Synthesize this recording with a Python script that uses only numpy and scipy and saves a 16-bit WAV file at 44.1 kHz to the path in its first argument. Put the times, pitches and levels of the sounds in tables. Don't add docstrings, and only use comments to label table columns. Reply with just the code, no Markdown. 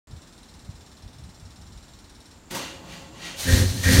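import sys
import numpy as np
from scipy import signal
from scipy.fft import rfft, irfft
from scipy.io import wavfile

SR = 44100
rng = np.random.default_rng(int(sys.argv[2]) if len(sys.argv) > 2 else 0)


def generate_wav(signal):
    frames = np.transpose(np.atleast_2d(signal))
    scaled = np.clip(frames, -1, 1) * 32767
    pcm = np.round(scaled).astype(np.int16)
    wavfile.write(sys.argv[1], SR, pcm)


N = 176400

# (time [s], firing rate [Hz])
FIRING_RATE = [(3.40, 84), (3.50, 86.5), (3.56, 91), (3.70, 91), (3.80, 89.5), (3.88, 88), (4.0, 88)]
CYLINDER_LEVELS = [0, -3.5, -1, -5.5, 1, 0.5, -4.5, -5]
# (time [s], opening [0-1])
THROTTLE_OPENING = [(3.46, 1), (3.59, 1), (3.64, .25), (3.83, .25), (3.86, 1), (4.0, 1)]
# (time [s], boom [dB], bark [dB], hiss before its trim [dB])
EXHAUST_FADERS = [(3.36, -72, -70, -50), (3.40, -46, -70, -30.5), (3.465, -38, -32.5, -33),
                  (3.482, -22.5, -25, -29.5), (3.535, -14.5, -22.5, -26), (3.595, -15.5, -23.5, -27.5),
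                  (3.65, -17.5, -27.5, -35), (3.70, -21, -34, -35), (3.74, -33, -30.5, -37.5),
                  (3.828, -28, -31, -36), (3.842, -28.5, -36, -26.5), (3.865, -12, -23, -28.5),
                  (3.90, -23, -19.5, -25), (3.94, -15, -17.5, -20.5), (3.97, -17, -18, -24.5),
                  (4.0, -9.5, -16.5, -22.5)]
# (time [s], level [dB])
BLARE_FADER = [(3.45, -67), (3.478, -32.5), (3.56, -32), (3.64, -36.5), (3.69, -52), (3.835, -49),
               (3.862, -33), (3.93, -35), (4.0, -32.5)]
RASP_FADER = [(3.42, -51), (3.475, -36), (3.492, -25), (3.52, -31.5), (3.58, -30.5), (3.67, -45),
              (3.834, -49.5), (3.838, -30.5), (3.88, -23.5), (3.93, -23.5), (4.0, -27)]
# (frequency [Hz], level [dB])
BOOM_EQ = [(22, -39), (31, -14), (40, 5), (62, 6), (90, 3.5), (115, 2), (150, -10), (300, -34.5),
           (700, -74)]
HISS_EQ = [(200, -13.5), (600, -5.5), (1100, -9.5), (2200, -9), (2700, -6.5), (4200, -1), (5100, -5.5),
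           (6200, -2.5), (7700, -8.5), (9300, -6.5), (10500, -12), (13000, -12), (15500, -17.5)]
# (frequency [Hz], width [Hz], level [dB])
EXHAUST_MODES = [(109.6, 25, 2.5), (180.6, 23, -3), (213, 11, -5.5), (261.7, 35, -1), (368.8, 21, -11.5)]
TAILPIPE_MODES = [(350, 87, -8.5), (452.4, 26, -6), (507, 67, -2.5), (650, 130, -23)]
INTAKE_MODES = [(1400, 75, -13.5), (1615, 120, -4), (1750, 27, -5), (1820, 39, -0.5), (1907, 100, -9),
                (2030, 130, -6.5), (2350, 98, -8.5)]
# (time [s], level [dB])
THROTTLE_STABS = [(3.483, -28), (3.837, -27)]

# (time [s], grind [dB], sizzle before its trim [dB], casing [dB])
STARTER_FADERS = [(2.5, -56, -80, -73), (2.51, -40, -41.5, -40.5), (2.54, -40, -49, -38),
                  (2.552, -37.5, -37.5, -36.5), (2.60, -37, -48, -39.5), (2.70, -43.5, -61.5, -48.5),
                  (2.82, -59, -76, -48), (2.93, -44, -60, -48.5), (3.01, -50.5, -65, -47.5),
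                  (3.12, -59.5, -78.5, -52.5), (3.26, -37, -54, -45.5), (3.35, -45.5, -63, -47.5),
                  (3.44, -60, -64, -56), (3.55, -68, -85, -61)]
# (frequency [Hz], level [dB])
GRIND_EQ = [(700, -21), (1400, -3), (2400, -4.5), (3000, 0.5), (4600, -2.5), (5200, -8), (6400, -3.5),
            (7800, -12.5), (10000, -15), (15000, -40)]
SIZZLE_EQ = [(4000, -2.5), (7500, -2), (9000, -4), (10500, -8), (13000, -6.5), (15500, -11)]
CASING_EQ = [(60, -15.5), (150, 2.5), (300, -6), (420, -7), (540, -8.5), (700, -6), (1050, -9.5),
             (1500, -14.5), (3000, -37)]
# (frequency [Hz], width [Hz], level [dB])
GEAR_RING = [(1920, 75, -10.5), (2350, 120, -13), (2786, 180, -9), (3300, 100, -21), (3870, 130, -24),
             (4340, 140, -14.5)]
CASING_RING = [(204, 140, -8.5), (330, 71, -13), (534.5, 48, -8.5), (864, 45, -12), (1080, 130, -12.5)]
# (frequency [Hz], waver [Hz], level relative to their fader [dB])
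GEAR_WHINE = [(1980, 30, -12.5), (4670, 41, -19.5)]
MOTOR_HUM = [(330, 11.95, -5), (168, 8.6, -7)]

# (frequency [Hz], level [dB])
PUMP_EQ = [(500, -19), (1400, 1), (2600, -6), (3900, 1.5), (4700, -3), (5400, 0), (6800, -5), (8700, -6.5),
           (10400, -24), (11500, -13), (15500, -21)]
# (frequency [Hz], width [Hz], level [dB])
HOUSING_RING = [(3960, 880, -66), (5410, 730, -67), (9310, 520, -71.5)]
# (time [s], level [dB], half-length [s])
BUMP_CUES = [(0.141, -36.5, 0.024), (.57, -47.5, 0.02), (0.65, -36, 0.0065), (0.696, -33.5, 0.013),
             (0.754, -42.5, 0.011), (1.055, -35.5, 0.013), (1.21, -42, 0.047), (1.292, -38, 0.01),
             (1.423, -45, .06), (1.645, -43, 0.044), (1.754, -39.5, 0.024), (2.762, -47, 0.013),
             (2.92, -56, 0.016), (3.13, -41, 0.012)]
# (frequency [Hz], level [dB])
BUMP_EQ = [(22, -32), (45, 0), (80, 3.5), (140, -6), (250, -21), (450, -48), (1500, -73)]
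GARAGE_EQ = [(15, -16), (35, -0.5), (70, 4), (120, -4), (240, -3), (450, -13.5), (850, -14), (1500, -19.5),
             (2900, -24), (5000, -24.5), (7200, -29), (8200, -26), (9500, -32.5), (10400, -36.5),
             (15500, -40)]
# (frequency [Hz], width [Hz], level [dB])
WHISTLE_BANDS = [(6930, 200, -72), (7420, 200, -68), (7900, 90, -83.5)]
# (time [s], gain [dB])
WHISTLE_FADER = [(0, -0.5), (.9, 2.5), (1.08, -6), (1.25, 0.5), (1.9, 1.5), (2.2, -1), (2.45, 3)]

FIRST_FIRING_S, JITTER_S, SCATTER_DB = 3.477, 0.00051, 2.4
HISS_PULSING, RASP_PULSING, TURBULENCE = 0.12, 0.36, 0.047
HISS_TRIM_DB, SIZZLE_TRIM_DB = 1, 6
CHIRP_HZ, CHIRP_ATTACK_S, CHIRP_DECAY_S = 1840, 0.003, 0.034
TOOTH_HZ, TOOTH_DEPTH, HUM_SURGE_DB = 167.6, 0.15, 3.5
CLASH_S, CLASH_WIDTH_S, CLASH_HZ, CLASH_DB = 2.575, 0.022, 1040, -36
PUMP_START_S, PUMP_STOP_S, PUMP_HZ, TICK_DB = 0.110, 2.335, 18.635, -63.5
REBOUND_S, REBOUND_DB, PUMP_RATTLE = 0.008, -8.5, 1.4
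WHISTLE_WANDER_HZ, WHISTLE_FLICKER_DB = 69.6, 1
GARAGE_DB, ROOM_T60_S, ROOM_DB = -50, 0.4, -8


def firings():
    t = times()
    count = np.cumsum(np.interp(t, *np.array(FIRING_RATE).T)) / SR
    count -= np.interp(FIRST_FIRING_S, t, count)
    number = np.arange(-16, 64)
    due = np.interp(number, count, t)
    opening = np.interp(due, *np.array(THROTTLE_OPENING).T)
    jitter, scatter = np.clip(rng.standard_normal((len(number), 2)), -1.5, 1.5).T * opening
    size = undb(np.array(CYLINDER_LEVELS)[number % len(CYLINDER_LEVELS)] + SCATTER_DB * scatter)
    return due + JITTER_S * jitter, size, count % 1


def engine():
    at, size, phase = firings()
    pulses = clicks(at, size)
    running = times() > at[0]
    level = lambda x: x / np.sqrt(np.mean(x[running] ** 2))
    puff = level(np.exp(-phase / 0.33) * np.interp(times(), at, size))
    throb = lambda depth: 1 - depth + depth * puff
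    flow = lambda: pulses + TURBULENCE * noise() * puff * running
    boom = level(colour(pulses, BOOM_EQ)) * fader(EXHAUST_FADERS, column=1)
    bark = level(ring(flow(), EXHAUST_MODES)) * fader(EXHAUST_FADERS, column=2)
    tailpipe = level(ring(flow(), TAILPIPE_MODES))
    tailpipe += tone(hz=529, waver_hz=4.16, db=-3)
    blare = tailpipe * fader(BLARE_FADER)
    hiss = level(colour(noise() * throb(HISS_PULSING), HISS_EQ)) * fader(EXHAUST_FADERS, column=3)
    intake = ring(noise(), INTAKE_MODES)
    intake += tone(hz=1892, waver_hz=10.5, db=-4)
    rasp = level(intake * throb(RASP_PULSING)) * fader(RASP_FADER)
    return boom + bark + blare + rasp + room(undb(HISS_TRIM_DB) * hiss)


def intake_chirps():
    chirps = np.zeros(N)
    for start, db in THROTTLE_STABS:
        age = np.maximum(times() - start, 0)
        envelope = np.minimum(age / CHIRP_ATTACK_S, 1) * np.exp(-age / CHIRP_DECAY_S)
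        chirps += tone(CHIRP_HZ, waver_hz=25, db=db) * envelope
    return chirps


def starter():
    tooth_phase = np.cumsum(TOOTH_HZ * (1 + .03 * drift(rate_hz=5))) / SR % 1
    bite = 1 + TOOTH_DEPTH * (unit(np.exp(-tooth_phase / 0.4)) - 1)
    mesh = lambda: noise() * bite
    grind = colour(mesh(), GRIND_EQ) + ring(mesh(), GEAR_RING)
    whine = sum(tone(*row) for row in GEAR_WHINE)
    gears = (grind + whine) * fader(STARTER_FADERS, column=1)
    sizzle = undb(SIZZLE_TRIM_DB) * colour(mesh(), SIZZLE_EQ) * fader(STARTER_FADERS, column=2)
    hum = sum(tone(*row) * undb(HUM_SURGE_DB * drift(rate_hz=10)) for row in MOTOR_HUM)
    body = undb(-1) * colour(mesh(), CASING_EQ) + ring(mesh(), CASING_RING)
    casing = (body + hum) * fader(STARTER_FADERS, column=3)
    hit = np.exp(-((times() - CLASH_S) / CLASH_WIDTH_S) ** 2 / 2)
    clash = undb(CLASH_DB) * band(mesh(), CLASH_HZ - 150, CLASH_HZ + 150) * hit
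    return gears + sizzle + casing + clash


def fuel_pump():
    at = np.arange(PUMP_START_S, PUMP_STOP_S, 1 / PUMP_HZ)
    at += .0005 * rng.standard_normal(len(at))
    size = np.ones(len(at))
    strokes = clicks(at, size) + clicks(at + REBOUND_S, size * undb(REBOUND_DB))

    def clatter(decay_s):
        fade = np.exp(-times() / decay_s)
        repeated = signal.fftconvolve(strokes, fade * noise())[:N]
        rattle = signal.fftconvolve(strokes, fade)[:N] * noise()
        return repeated + PUMP_RATTLE * rattle
    tick = undb(TICK_DB) * colour(clatter(decay_s=0.036), PUMP_EQ)
    return tick + ring(clatter(decay_s=0.008), HOUSING_RING)


def bumps():
    power = sum(undb(db) ** 2 * np.exp(-((times() - at) / width) ** 2) for at, db, width in BUMP_CUES)
    return np.sqrt(power) * colour(noise(), BUMP_EQ)


def garage_bed():
    pitch_shift = np.exp(2j * np.pi * np.cumsum(WHISTLE_WANDER_HZ * drift(rate_hz=2.8)) / SR)
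    whistles = np.zeros(N)
    for mode in WHISTLE_BANDS:
        whistle = (signal.hilbert(ring(noise(), [mode])) * pitch_shift).real
        whistles += whistle * undb(WHISTLE_FLICKER_DB * drift(rate_hz=2))
    return undb(GARAGE_DB) * colour(noise(), GARAGE_EQ) + whistles * fader(WHISTLE_FADER)


def room(x):
    tail = band(noise(), 250, 9300) * undb(-60 * times() / ROOM_T60_S) * (times() > .004)
    wet = signal.fftconvolve(x, tail / np.linalg.norm(tail))[:N]
    return (x + undb(ROOM_DB) * wet) / np.hypot(1, undb(ROOM_DB))


def undb(db):
    return 10 ** (np.asarray(db) / 20)


def unit(x):
    return x / np.sqrt(np.mean(x ** 2))


def noise():
    return rng.standard_normal(N)


def times():
    return np.arange(N) / SR


def drift(rate_hz):
    hz = np.arange(N // 2 + 1) * SR / N
    return unit(irfft(rfft(noise()) * np.exp(-(hz / rate_hz) ** 2), N))


def tone(hz, waver_hz, db):
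    pitch = hz + waver_hz * drift(rate_hz=25.3)
    return undb(db) * np.sqrt(2) * np.sin(2 * np.pi * np.cumsum(pitch) / SR)


def clicks(at, size):
    inside = (at >= 0) & (at < (N - 1) / SR)
    return np.bincount((at[inside] * SR).astype(int), size[inside], N)


def fader(table, column=1):
    rows = np.array(table)
    return undb(np.interp(times(), rows[:, 0], rows[:, column])) * (times() > rows[0, 0])


def colour(x, points):
    hz, db = np.array(points).T
    bins_hz = np.maximum(np.arange(N + 1) * SR / (2 * N), 1)
    gain = undb(np.interp(np.log(bins_hz), np.log(hz), db))
    cepstrum = irfft(np.log(gain))
    cepstrum[1:N] *= 2
    cepstrum[N + 1:] = 0
    return unit(irfft(rfft(x, 2 * N) * np.exp(rfft(cepstrum)))[:N])


def ring(x, modes):
    peak = lambda v, hz, width: signal.lfilter(*signal.iirpeak(hz, hz / width, SR), v)
    return sum(undb(db) * unit(peak(peak(x, hz, width), hz, width)) for hz, width, db in modes)


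def band(x, low_hz, high_hz):
    return unit(signal.sosfilt(signal.butter(2, [low_hz, high_hz], "band", fs=SR, output="sos"), x))


def scene():
    mono = garage_bed() + bumps() + room(fuel_pump() + starter()) + engine() + intake_chirps()
    return np.array([mono, mono])


def record(dry):
    low_cut = signal.butter(4, 27, "high", fs=SR, output="sos")
    high_cut = signal.ellip(10, .2, 80, 15750, fs=SR, output="sos")
    gated = signal.sosfilt(low_cut, dry) * (times() > .072)
    return signal.sosfilt(high_cut, gated)


dry = scene()
out = record(dry)
generate_wav(out)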